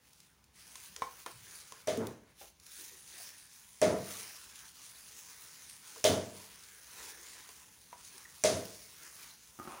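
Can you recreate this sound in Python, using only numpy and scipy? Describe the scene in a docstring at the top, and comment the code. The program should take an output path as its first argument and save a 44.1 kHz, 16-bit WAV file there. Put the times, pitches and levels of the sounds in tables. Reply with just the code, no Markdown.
"""A bare, tiled room, one phone microphone close to a small plastic cup on the floor.
From the start, thin plastic gloves rustle as hands work a syringe in the cup and hold a kitten.
From about 1 s the cup knocks now and then. Near 2, 4, 6 and 8.5 s a hard bang, like a mallet on wood,
comes from further off and rings through the room; a dull thump follows the first.
At the end something scrapes close to the microphone. The house murmurs underneath throughout."""
import sys
import numpy as np
from scipy import signal
from scipy.fft import rfft, irfft
from scipy.io import wavfile
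from scipy.ndimage import map_coordinates

SR = 44100
rng = np.random.default_rng(int(sys.argv[2]) if len(sys.argv) > 2 else 0)


def wav_out(sig):
    """Save sig, one row per channel (or a flat mono array), as 16-bit PCM at SR to the path in sys.argv[1]."""
    wavfile.write(sys.argv[1], SR, np.round(np.clip(np.atleast_2d(sig).T, -1, 1) * 32767).astype(np.int16))


N = 432180
RING = np.arange(SR) / SR  # seconds after a blow

# Spells of steady glove rustle. Each row: start and end in seconds, crinkle level in dB,
# rubbing relative to crinkle in dB.
GRIPS = [(0, 0.27, -67.5, -10), (.53, 1.804, -59, -6), (1.84, 2.104, -62.5, 0), (2.617, 3.443, -60, -11),
         (3.45, 3.97, -60.5, -11), (4.01, 4.682, -57, -6.5), (4.711, 5.765, -56, -9.5),
         (5.781, 7.622, -58.5, -6), (7.62, 7.95, -62.5, -8), (7.938, 9.35, -58, -7.5),
         (9.373, 9.8, -60.5, -9.5)]
# Single finger moves. Each row: middle and length in seconds, crinkle level in dB,
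# rubbing relative to crinkle in dB.
FINGER_MOVES = [(0.82, 0.19, -57, -12), (1.198, 0.047, -58, -1), (1.525, .17, -59, -4.5),
                (2.293, .08, -74.5, 7), (2.435, 0.13, -58, -10), (2.802, 0.29, -53, -11.5),
                (3.206, 0.28, -51, -10.5), (4.166, 0.38, -48.5, -5.5), (5.183, .06, -54, -9),
                (5.933, 0.18, -53, -10.5), (6.418, .2, -58, -5.5), (7.042, 0.21, -50, -5),
                (7.34, 0.24, -55, -3.5), (8.17, 0.15, -60, -4.5), (8.67, .3, -55, -12),
                (9.046, 0.13, -57, -3.5), (9.218, 0.19, -54, -8.5)]
# The loudest creases snapping over. Each row: start in seconds, level in dB.
CREASES = [(0.132, -45), (0.203, -45), (0.4414, -50.5), (1.5564, -41), (1.9733, -34.5), (2.0698, -31),
           (2.599, -46), (2.6658, -40), (4.557, -37), (4.59, -40.5), (5.697, -34), (6.658, -56.5),
           (8.18, -37.5), (8.654, -32.5)]
# The far bangs. Each row: start in seconds, levels of wood knock, low boom and crack in dB,
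# hard 3 kHz ring relative to the crack's tail in dB.
BANGS = [(1.873, -27.5, -38, -48, -2), (3.816, -20.5, -26.5, -42.5, -8), (6.0417, -20.5, -27, -36, 0.5),
         (8.4379, -22.5, -31.5, -35.5, -27)]
# Paths from bang to microphone, the straight one partly blocked. Each row: delay in seconds, gain in dB.
PATHS = [(0, -9), (.008, -2.5), (.0193, -8), (.0257, -3.5), (.0337, -13.5), (.0514, -6)]
# Knocks of cup and syringe. Each row: start in seconds, levels of cup ring, thud on the tile and click
# in dB, pitch as a ratio to the cup's modes.
CUP_KNOCKS = [(.756, -60.5, -82, -44.5, 1), (.963, -59, -64, -40.5, 0.98), (1.021, -34, -45.5, -46, 1),
              (1.262, -51.5, -45, -41, 0.95), (1.722, -54.5, -60, -46.5, 1), (2.412, -58.5, -55, -70, 0.76),
              (5.961, -62, -56, -55, 0.98), (7.49, -63, -62.5, -52, 0.97), (7.929, -49.5, -60.5, -67, 0.92)]
# Slips that start the scrape. 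Each row: start in seconds, level in dB.
SLIPS = [(9.5901, -37), (9.599, -31), (9.653, -38), (9.675, -32.5), (9.6803, -34)]
# Small handling sounds. Each row: start in seconds, level in dB, pitch in Hz, length in seconds.
BUMPS = [(0.87, -64, 175, 0.075), (0.97, -62, 443, 0.096), (1.31, -61.5, 125, 0.2),
         (2.405, -65, 624, 0.072), (2.78, -63, 356, 0.068), (2.91, -63.5, 398, 0.068),
         (3.17, -63, 690, 0.065), (5.955, -65, 437, 0.067), (7.01, -67.5, 390, 0.35),
         (8.14, -67, 368, 0.051)]  # hands and paws
SQUEAKS = [(4.945, -61, 3950, 0.036), (8.25, -49, 1850, 0.013), (9.29, -64, 4100, 0.046)]  # plastic on plastic

# Things that ring. Each row: frequency in Hz, level in dB, seconds to fall by 60 dB.
WOOD_MODES = [(613.3, 3.5, 0.1), (584, -22.5, 0.077), (451, -8.5, 0.094), (270, -38.5, 0.077)]  # the struck wood
ROOM_MODES = [(96, -5, 0.76), (194.7, -3.5, 0.74), (241, -12.5, 0.4), (274, -2.5, 0.5), (440, -7.5, 0.62),
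              (590, -12.5, 0.23), (617.6, 3, 0.5), (696, -1.5, 0.56)]  # standing waves between the walls
CUP_MODES = [(890, -17, 0.03), (998, -1, 0.059), (1054, 6.5, 0.074), (1230, -14, 0.031), (1770, -12.5, .06),
             (1980, -13.5, .06), (2240, -9, 0.049), (3430, -17, .035)]  # the plastic cup
THUMP_MODES = [(149, -31, 0.26), (226.5, -4.5, 0.46), (268, -3, 0.15), (405, -16, 0.31), (445, -1, 0.34),
               (530, -27, 0.11)]  # the soft landing
BODY_MODES = [(330, 1, 0.02), (810, 0, 0.0077), (1235, -1, 0.025)]  # the body that the slips shake

# Tone colours. Each row: frequency in Hz, relative spectral density in dB.
CRINKLE_COLOUR = [(900, -17.5), (1800, -6.5), (2500, -2.5), (3300, -1.5), (4500, 0), (10000, 1),
                  (16000, -2.5)]  # film buckling
RUB_COLOUR = [(150, -18.5), (400, -0.5), (700, -7), (1000, 2.5), (1250, 0), (1600, 2), (2200, 0),
              (3000, -7), (6000, -19.5)]  # film rubbing
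KNOCK_COLOUR = [(60, -36.5), (200, -23), (340, -18), (430, 0), (540, -5.5), (640, 3), (730, -13),
                (850, -23), (1400, -23), (2200, -22), (4000, -52)]  # the wood's hollow tail in the room
BOOM_COLOUR = [(35, -59), (70, -13.5), (95, 1), (150, -1.5), (265, -0.5), (450, -2.5), (700, -14.5),
               (950, -12.5), (2000, -27.5), (4000, -60.5)]  # the room's bass
CRACK_COLOUR = [(200, -36), (600, -11.5), (1300, -4.5), (2400, -3), (3400, 0), (5000, 0.5), (6600, 0),
                (8000, -1.5), (10000, -4), (16000, -20)]  # hard contact
SNAP_COLOUR = [(200, -33.5), (1000, -30), (2000, -3), (4500, -13), (5700, 6), (6800, -8.5), (8200, 3),
               (10000, -8), (16000, -17.5)]  # a bang's first edge
THUD_COLOUR = [(40, -47.5), (150, -21.5), (260, -6.5), (420, 2.5), (800, -2), (1300, -3.5), (2500, -13.5),
               (6000, -25)]  # cup on tile
SCRAPE_COLOUR = [(60, -5), (150, -16), (330, -2), (600, -3), (900, 4), (1350, 0.5), (1650, -10), (2300, -9),
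                 (4000, -20)]  # the close slide
ROOM_TONE = [(20, -14), (40, 3.5), (58, 7), (90, 1), (180, 1.5), (300, -8), (600, -15.5), (900, -10.5),
             (1400, -21), (1850, -21.5), (3000, -19.5), (16000, -24.5)]  # the house at rest

# The microphone's response. Each row: frequency in Hz, relative gain in dB.
MIC_RESPONSE = [(25, -29), (60, 0), (100, -2), (4500, 1.5), (6400, 4), (8000, -2.5), (9700, 4), (11500, -3),
                (13600, -8.5), (14900, 5), (16000, -1.5)]


def gloves():
    """Close up: countless small creases buckle as the film moves; it rubs; a few creases snap alone."""
    crinkling, rubbing = hand_effort()
    crinkle = colour(grains(per_s=9000, spread_db=3), CRINKLE_COLOUR) * crinkling
    crinkle *= undb(1.1 + 1.37 * wander(60))
    rub = colour(grains(per_s=4000, spread_db=1.5), RUB_COLOUR) * rubbing
    rub *= undb(-0.9 + 0.84 * wander(25))
    for start, db in CREASES:
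        add(crinkle, start, undb(db - 6) * burst(CRINKLE_COLOUR, t60=0.018))
    # the pockets of air between film and hand keep changing shape
    film = swirl(crinkle, depth_db=2.5, rate=14) + swirl(rub, depth_db=3.5, rate=13)
    return room(film, wet_db=-12, t60=0.28)


def hand_effort():
    """Strength of crinkling and of rubbing: grips and finger moves add in power."""
    gestures = [(start, undb(db) * envelope(end - start, attack=0.066, release=0.055), rub_db)
                for start, end, db, rub_db in GRIPS]
    for middle, length, db, rub_db in FINGER_MOVES:
        bell = np.exp(-(2 * (RING - 0.5) / length) ** 2)  # the finger speeds up, then slows
        gestures.append((middle - 0.5, undb(db) * bell, rub_db))
    crinkle_power, rub_power = np.full(N, undb(-82) ** 2), np.full(N, undb(-76) ** 2)  # hands at rest
    for start, strength, rub_db in gestures:
        add(crinkle_power, start, strength ** 2)
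        add(rub_power, start, (strength * undb(rub_db)) ** 2)
    return np.sqrt(crinkle_power), np.sqrt(rub_power)


def bangs():
    """Further off: a snap arrives first, the wood's knock by way of the walls, and the bass last."""
    # every bang comes from the same spot, so these tails are the same for each
    hollow = wash(KNOCK_COLOUR, t60=0.52, build=0.0017)
    bright = wash(CRACK_COLOUR, t60=0.45, build=0.0083)
    hard = wash([(2300, -25.5), (3050, 0.5), (3500, -3), (5000, -17.5)], t60=0.35, build=0.0019)
    mode_rise = 1 - np.exp(-RING / 0.052)
    out = np.zeros(N)
    for start, knock_db, boom_db, crack_db, hard_db in BANGS:
        for delay, path_db in PATHS:
            add(out, start + delay, undb(knock_db + path_db - 0.5) * ring(WOOD_MODES))
        add(out, start, undb(knock_db - 3) * hollow)
        add(out, start, undb(boom_db + 4) * wash(BOOM_COLOUR, t60=0.55, build=0.055))
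        add(out, start, undb(boom_db - 3.5) * ring(ROOM_MODES, scatter=1) * mode_rise)
        add(out, start, undb(crack_db + 17) * burst(SNAP_COLOUR, t60=0.013))
        # the first strong reflection carries the crack
        add(out, start + PATHS[1][0], undb(crack_db - 1) * burst(CRACK_COLOUR, t60=0.04))
        add(out, start, undb(crack_db + 6) * (bright + undb(hard_db) * hard))
    return out


def cup():
    """On the floor by the microphone: hard plastic clicks, thuds on the tile and rings briefly."""
    out = np.zeros(N)
    for start, ring_db, thud_db, click_db, pitch in CUP_KNOCKS:
        modes = [(hz * pitch, db, t60) for hz, db, t60 in CUP_MODES]
        add(out, start, undb(ring_db + 1) * ring(modes))
        add(out, start, undb(thud_db + 3.5) * burst(THUD_COLOUR, t60=0.13))
        add(out, start, undb(click_db + 3) * burst(CRACK_COLOUR, t60=0.018))
    return room(out, wet_db=-7, t60=0.31)


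def thump(start=1.9735):
    """Something heavy and soft lands and stirs the room's bass."""
    landing = ring(THUMP_MODES, scatter=0.84) * (1 - np.exp(-RING / 0.002))
    boom = undb(2.5) * wash(BOOM_COLOUR, t60=0.41, build=0.046)
    out = np.zeros(N)
    add(out, start, undb(-29) * (landing + boom))
    return out


def scrape(slide_start=9.58):
    """Close by, something sticks and slips a few times as its slide gathers speed, then slows."""
    slide = np.zeros(N)
    add(slide, slide_start, undb(-51.5) * envelope(0.13, attack=0.13, release=0.26))
    out = colour(grains(per_s=1200, spread_db=2) * slide, SCRAPE_COLOUR)
    for start, db in SLIPS:
        add(out, start, undb(db - 5) * ring(BODY_MODES))
    return room(out, wet_db=-3, t60=0.3)


def handling():
    """Around the cup, hands and paws bump softly and plastic squeaks on plastic."""
    return room(swells(BUMPS, width=0.35) + swells(SQUEAKS, width=0.098), wet_db=-6, t60=0.3)


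def room_tone():
    """Behind everything, the low, slightly wavering murmur of the house."""
    return colour(rng.standard_normal(N), ROOM_TONE) * undb(-68.5 + 0.72 * wander(3.7))


def room(x, wet_db, t60):
    """Tiled walls add a tail to a near sound."""
    tail = rng.standard_normal(SR) * fade(t60) * (1 - np.exp(-RING / 0.006))
    return x + undb(wet_db) * signal.oaconvolve(x, tail / np.linalg.norm(tail))[:N]


def swells(rows, width):
    """Short swells of noise in a resonance whose width is a share of its pitch."""
    out = np.zeros(N)
    step = 1 + width
    for start, db, hz, length in rows:
        band = [(hz / step ** 2, -35), (hz / step, -12), (hz, 0), (hz * step, -12), (hz * step ** 2, -45)]
        arch = np.sin(np.pi * np.minimum(RING / length, 1) ** 0.65)
        add(out, start, undb(db) * colour(rng.standard_normal(SR), band) * arch)
    return out


def swirl(x, depth_db, rate):
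    """Resonances about a fifth of an octave wide come and go, rate times a second."""
    hz, seconds, frames = signal.stft(x, SR, nperseg=512)
    cells = np.meshgrid(5 * np.log2(1 + hz / 200), seconds * rate, indexing="ij")
    field = map_coordinates(rng.standard_normal((40, 400)), cells, order=1, mode="wrap")
    return signal.istft(frames * undb(depth_db * field), SR)[1][:N]


def grains(per_s, spread_db):
    """A dense stream of tiny clicks, a few much larger than the rest, at rms 1."""
    sizes = undb(spread_db * np.minimum(rng.exponential(size=N), 6))
    clicks = (rng.random(N) < per_s / SR) * sizes * rng.choice([-1, 1], N)
    return clicks / np.sqrt(np.mean(clicks ** 2))


def ring(modes, scatter=0):
    """Decaying modes; scatter 1 gives each its own phase."""
    return sum(undb(db) * fade(t60) * np.sin(2 * np.pi * (hz * RING + scatter * rng.random()))
               for hz, db, t60 in modes)


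def burst(points, t60):
    """Coloured noise that starts at once and dies away."""
    return colour(rng.standard_normal(SR) * fade(t60), points)


def wash(points, t60, build):
    """Diffuse room sound: reflections pile up over about build seconds, then fade."""
    rise = 1 - np.exp(-(RING / build) ** 2)
    return colour(rng.standard_normal(SR) * fade(t60) * rise, points)


def colour(x, points):
    """Causal filter of unit power through (Hz, dB) points."""
    size = 4096
    hz, db = np.transpose(points)
    log_hz = np.log(np.maximum(np.arange(size // 2 + 1) * SR / size, 1))
    cepstrum = irfft(np.log(undb(np.interp(log_hz, np.log(hz), db))))
    cepstrum[1:size // 2] *= 2  # fold onto positive time for minimum phase
    cepstrum[size // 2 + 1:] = 0
    response = irfft(np.exp(rfft(cepstrum)))
    return signal.oaconvolve(x, response / np.linalg.norm(response))[:len(x)]


def envelope(length, attack, release):
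    """Straight rise, hold until length is over, exponential release; all in seconds."""
    t = np.arange(int((length + 10 * release) * SR)) / SR
    return np.minimum(t / attack, 1) * np.exp(-np.maximum(t - length, 0) / release)


def fade(t60):
    """Exponential decay, 60 dB in t60 seconds."""
    return np.exp(-np.log(1000) * RING / t60)


def wander(rate):
    """Random drift with a spread near 1 and rate turning points a second."""
    knots = rng.standard_normal(N // 100)
    return np.interp(np.arange(N) / SR * rate, np.arange(len(knots)), knots)


def undb(db):
    """Decibels to gain."""
    return 10 ** (np.asarray(db) / 20)


def add(out, start, x):
    """Mix x into out from start seconds on."""
    i = max(int(start * SR), 0)
    out[i:i + len(x)] += x[:max(len(out) - i, 0)]


def scene():
    """Near and far sources meet at one microphone."""
    return (bangs() + thump() + cup() + gloves() + handling() + scrape() + room_tone())[None]


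def record(dry):
    """The phone's microphone port resonates in the treble; deep bass is thinned, the top cut at 16 kHz."""
    top_cut = signal.ellip(10, 0.2, 70, 16000, fs=SR, output="sos")
    return signal.sosfilt(top_cut, colour(dry[0], MIC_RESPONSE))[None]


dry = scene()
out = record(dry)
wav_out(out)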